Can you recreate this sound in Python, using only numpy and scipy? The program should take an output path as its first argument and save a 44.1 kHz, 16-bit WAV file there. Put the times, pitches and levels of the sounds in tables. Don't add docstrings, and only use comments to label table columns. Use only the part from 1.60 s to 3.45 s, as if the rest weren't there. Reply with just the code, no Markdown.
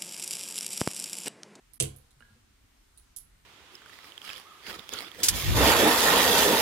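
import sys
import numpy as np
from scipy import signal
from scipy.fft import rfft, irfft
from scipy.io import wavfile
from scipy.ndimage import uniform_filter1d

SR = 44100
rng = np.random.default_rng(int(sys.argv[2]) if len(sys.argv) > 2 else 0)


def gain_from_db(level_db):
    decades = np.asarray(level_db, float) / 20
    return 10 ** decades


def transcribe(u):
    v = np.clip(np.atleast_2d(u).T, -1, 1)
    q = np.round(v * 32767).astype(np.int16)
    wavfile.write(sys.argv[1], SR, q)


N = 81585

# start in [s], level in [dB], left over right in [dB],
# crack colour [index, rounded; negatives count from the end], room level in [dB].
TICKS = [(.1351, -33.5, -15, 1, -1.5), (0.2005, -6, -5.5, 0, 3), (0.228, -10, -9, -2.5, -15),
         (0.233, -21, -8, 0, 2), (0.3627, -37, -16, -1.5, -1), (.507, -48.5, -5, 3, 3.5),
         (1.3747, -39, -7, 3, 5.5), (1.563, -27, -9.5, 2, 6.5), (1.581, -33, -14, 2, -3),
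         (1.601, -44, -19, 2, -8), (.598, -51, -8, -3.5, 0)]
# frequency in [Hz], level in [dB].
SNAP_COLOUR = [(800, -23.5), (2100, -11.5), (3300, -3), (4300, -13), (5800, -3.5), (8800, -2),
               (10800, -4.5), (13000, -34.5)]
LIGHT_COLOUR = [(2000, -28), (4000, -15), (5500, -9), (7000, -22), (8800, 2), (10500, 9), (13000, -6),
                (15500, -23)]
THIN_COLOUR = [(2200, -46), (3300, -12), (5000, -10.5), (7500, -11), (10000, 7.5), (11500, -5.5),
               (13500, -4), (15500, -24)]
DULL_COLOUR = [(2200, -37), (3100, -10), (4000, 1), (5500, -17), (7500, -3), (9600, 5.5), (12000, -13),
               (15500, -19)]
# frequency in [Hz], level in [dB], T60 in [s], rise time in [s].
TABLE_MODES = [(34.5, -16, 0.36, .05), (68.5, -7.5, 0.39, 0.058), (97.7, -3, 0.3, 0.045),
               (134.7, 2, 0.29, 0.028), (128.75, -4, 0.26, 0.039), (152.5, -11, 0.25, .02),
               (206.7, -15.5, 0.33, .01), (260.4, -20.5, 0.42, 0.06), (327.1, -8, 0.24, 0.019),
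               (340.7, -12, 0.25, 0.013), (427.3, -7.5, 0.23, 0.0051), (454.6, -9, 0.2, .008),
               (504.5, -7, 0.16, 0.005), (652, -13.5, 0.16, 0.0041)]
# start in [s], level in [dB], ring in [Hz], T60 in [s].
THUDS = [
    (.565, -50, 132, 0.13),
    (0.603, -56.5, 236, 0.17),
    (0.698, -56, 216.2, 0.17),
    (0.711, -54, 125, 0.224),
    (0.754, -57.5, 234, 0.214),
    (.757, -60.5, 490, 0.09),
    (1.035, -47.5, 98, 0.085),
]
# start in [s], level in [dB], ring in [Hz], T60 in [s].
CLINKS = [
    (0.606, -49, 1453, 0.024),
    (.6062, -54.5, 2895, 0.025),
    (.6062, -57.5, 4000, 0.0092),
    (0.6063, -52.5, 596, 0.0094),
    (.613, -51, 1360, 0.013),
    (0.6238, -49, 1636, 0.056),
    (0.623, -56, 3000, .015),
    (.65, -61.5, 1650, 0.13),
    (.685, -64.5, 1648, 0.21),
    (0.698, -65, 1410, .1),
]
# delay in [s], left level in [dB], right level in [dB].
ECHOES = [(.001, -1, 3), (.003, -11, -1.5), (.0064, -14, -0.5), (.0072, -26, -0.5), (.0086, -6, -15.5),
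          (.0094, 2.5, -12), (.013, -27, -5), (0.0155, -9, -12), (0.0235, -26, -1)]
# frequency in [Hz], T60 in [s].
TAIL_T60 = [(100, 0.25), (500, 0.6), (2000, .27), (3500, 0.25), (6000, .22), (10000, 0.22), (15000, 0.25)]
# frequency in [Hz], density in [dB per Hz].
AIR_SPECTRUM = [(20, -1), (65, -6.5), (163, -18), (357, -20.5), (520, -29), (1150, -23), (9800, -31.5),
                (13000, -38)]
# frequency in [Hz], correlation [-1 to 1].
AIR_LIKENESS = [(60, 1), (130, 0.74), (290, 0), (640, -0.59), (1410, 0.2), (3100, 0.07), (6820, -0.0),
                (15000, -0.01)]
# start in [s], length in [s], lower edge in [Hz], depth in [dB].
HUSH = [
    (0.1808, 0.015, 390, -28),
    (1.545, 0.012, 8500, -25),
]


def at_hz(points, hz):
    table_hz, value = np.array(points).T
    return np.interp(np.log(hz), np.log(table_hz), value)


def decay(t60_s, t):
    return np.exp(-np.log(1000) * t / t60_s)


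def ring(hz, t60_s, t):
    return np.sin(2 * np.pi * hz * t) * decay(t60_s, t)


def band(x, hz):
    edges_hz = [hz / 2 ** .25, min(hz * 2 ** .25, SR * .45)]
    return signal.sosfilt(signal.butter(2, edges_hz, "band", fs=SR, output="sos"), x)


def add(out, x, start_s):
    i = int(round(start_s * SR))
    x = x[..., :N - i]
    out[..., i:i + x.shape[-1]] += x


def sides(pan_db):
    return gain_from_db(np.array([[pan_db], [-pan_db]]) / 2)


def colour(points):
    hz = np.maximum(np.arange(257) * SR / 512, 1)
    cepstrum = irfft(at_hz(points, hz) * np.log(10) / 20)
    cepstrum[1:256] *= 2
    cepstrum[257:] = 0
    return irfft(np.exp(rfft(cepstrum)))


def opener(early, tail):
    crack_t60_s, crack_db, tail_db, port_lag_s = 0.0016, -5.5, -17, .00014
    out, t = np.zeros((2, N)), np.arange(SR // 200) / SR
    noise = rng.standard_normal((len(TICKS), len(t)))
    direct = 1. * (np.arange(early.shape[1]) == 0)
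    colours = (SNAP_COLOUR, LIGHT_COLOUR, THIN_COLOUR, DULL_COLOUR)
    for (start_s, db, pan_db, kind, room_db), burst in zip(TICKS, noise):
        crack = (t == 0) + gain_from_db(crack_db) * burst * decay(crack_t60_s, t)
        crack = np.convolve(crack, colour(colours[round(kind)]))
        crack = crack * gain_from_db(db) / np.sqrt(np.sum(crack ** 2))
        wet = (early + gain_from_db(tail_db) * tail) * sides(pan_db)
        path = direct * sides(pan_db) + gain_from_db(room_db) * wet
        left, right = signal.fftconvolve(crack[None], path)
        add(out[0], left, start_s)
        add(out[1], right, start_s + port_lag_s)
    return out


def table(tail):
    knock_s, knock_db, lag_s, pan_db = .2035, -24.5, 0.00086, -8
    rattle_db, rattle_top_hz, thud_rise_s = -47.5, 680, 0.0083
    out, t = np.zeros((2, N)), np.arange(SR // 2) / SR
    for hz, db, t60_s, rise_s in TABLE_MODES:
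        high = min(hz / 400, 1) ** 2
        port_lag_s = np.array([[0], [lag_s * high]])
        swell = gain_from_db(knock_db + db) * (1 - np.exp(-t / rise_s)) * sides(pan_db * high)
        add(out, swell * ring(hz, t60_s, np.maximum(t - port_lag_s, 0)), knock_s)
    soft = signal.butter(2, rattle_top_hz, fs=SR, output="sos")
    add(out, gain_from_db(rattle_db) * 10 * signal.sosfilt(soft, tail), knock_s)
    for start_s, db, hz, t60_s in THUDS:
        rise = 1 - np.exp(-t / thud_rise_s)
        add(out, gain_from_db(db) * rise * ring(hz, t60_s, t), start_s)
    return out


def glass(tail):
    wet_db, pan_db = -4, -9
    out, t = np.zeros((2, N)), np.arange(SR // 4) / SR
    for start_s, db, hz, t60_s in CLINKS:
        clink = gain_from_db(db) * ring(hz, t60_s, t)[None]
        add(out, clink * sides(pan_db), start_s)
        add(out, gain_from_db(wet_db) * signal.fftconvolve(clink, tail) / 10, start_s)
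    return out


def room():
    tail_rise_s = .003
    t = np.arange(SR // 2) / SR
    early = np.zeros((2, len(t)))
    for delay_s, left_db, right_db in ECHOES:
        early[:, int(delay_s * SR)] += gain_from_db([left_db, right_db]) * rng.choice([-1, 1], size=2)
    noise = rng.standard_normal((2, len(t)))
    tail = np.zeros((2, len(t)))
    for hz in 125 * 2 ** np.arange(0, 7.3, .5):
        tail += band(noise, hz) * decay(at_hz(TAIL_T60, hz), t)
    return early, tail * (1 - np.exp(-t / tail_rise_s))


def walk(rate_hz):
    k = int(SR / rate_hz)
    steps = np.repeat(rng.standard_normal(N // k + 1), k)
    return 1.3 * uniform_filter1d(uniform_filter1d(steps, k), k)[:N]


def air():
    level_db, top_hz, flicker_db, rumble_db = -63.5, 15500, 1, 3.5
    out = np.zeros((2, N))
    for hz in 22 * 2 ** np.arange(0, 9.7, .5):
        like = np.clip(at_hz(AIR_LIKENESS, hz), 0, 1)
        mid, side = band(rng.standard_normal((2, N)), hz)
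        drift_db = rumble_db if hz < 300 else flicker_db
        db = at_hz(AIR_SPECTRUM, hz) + drift_db * walk(7.93)
        stereo = np.sqrt(1 + like) * mid + np.sqrt(1 - like) * side * np.array([[1], [-1]])
        out += gain_from_db(db) * stereo
    out = signal.sosfilt(signal.ellip(6, 1, 40, top_hz, fs=SR, output="sos"), out)
    return out * gain_from_db(level_db) / np.sqrt(np.mean(out.mean(axis=0) ** 2))


def scene():
    early, tail = room()
    return opener(early, tail) + table(tail) + glass(tail) + air()


def top_cut(x):
    return signal.sosfilt(signal.butter(12, 16490, fs=SR, output="sos"), x)


def record(dry):
    t = np.arange(N) / SR
    for start_s, length_s, hz, db in HUSH:
        treble = signal.sosfiltfilt(signal.butter(4, hz, "high", fs=SR, output="sos"), dry)
        gate = 1. * ((t > start_s) & (t < start_s + length_s))
        gate = uniform_filter1d(gate, size=60)
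        dry = dry - (1 - gain_from_db(db)) * gate * treble
    return top_cut(dry)


dry = scene()
out = record(dry)
transcribe(out)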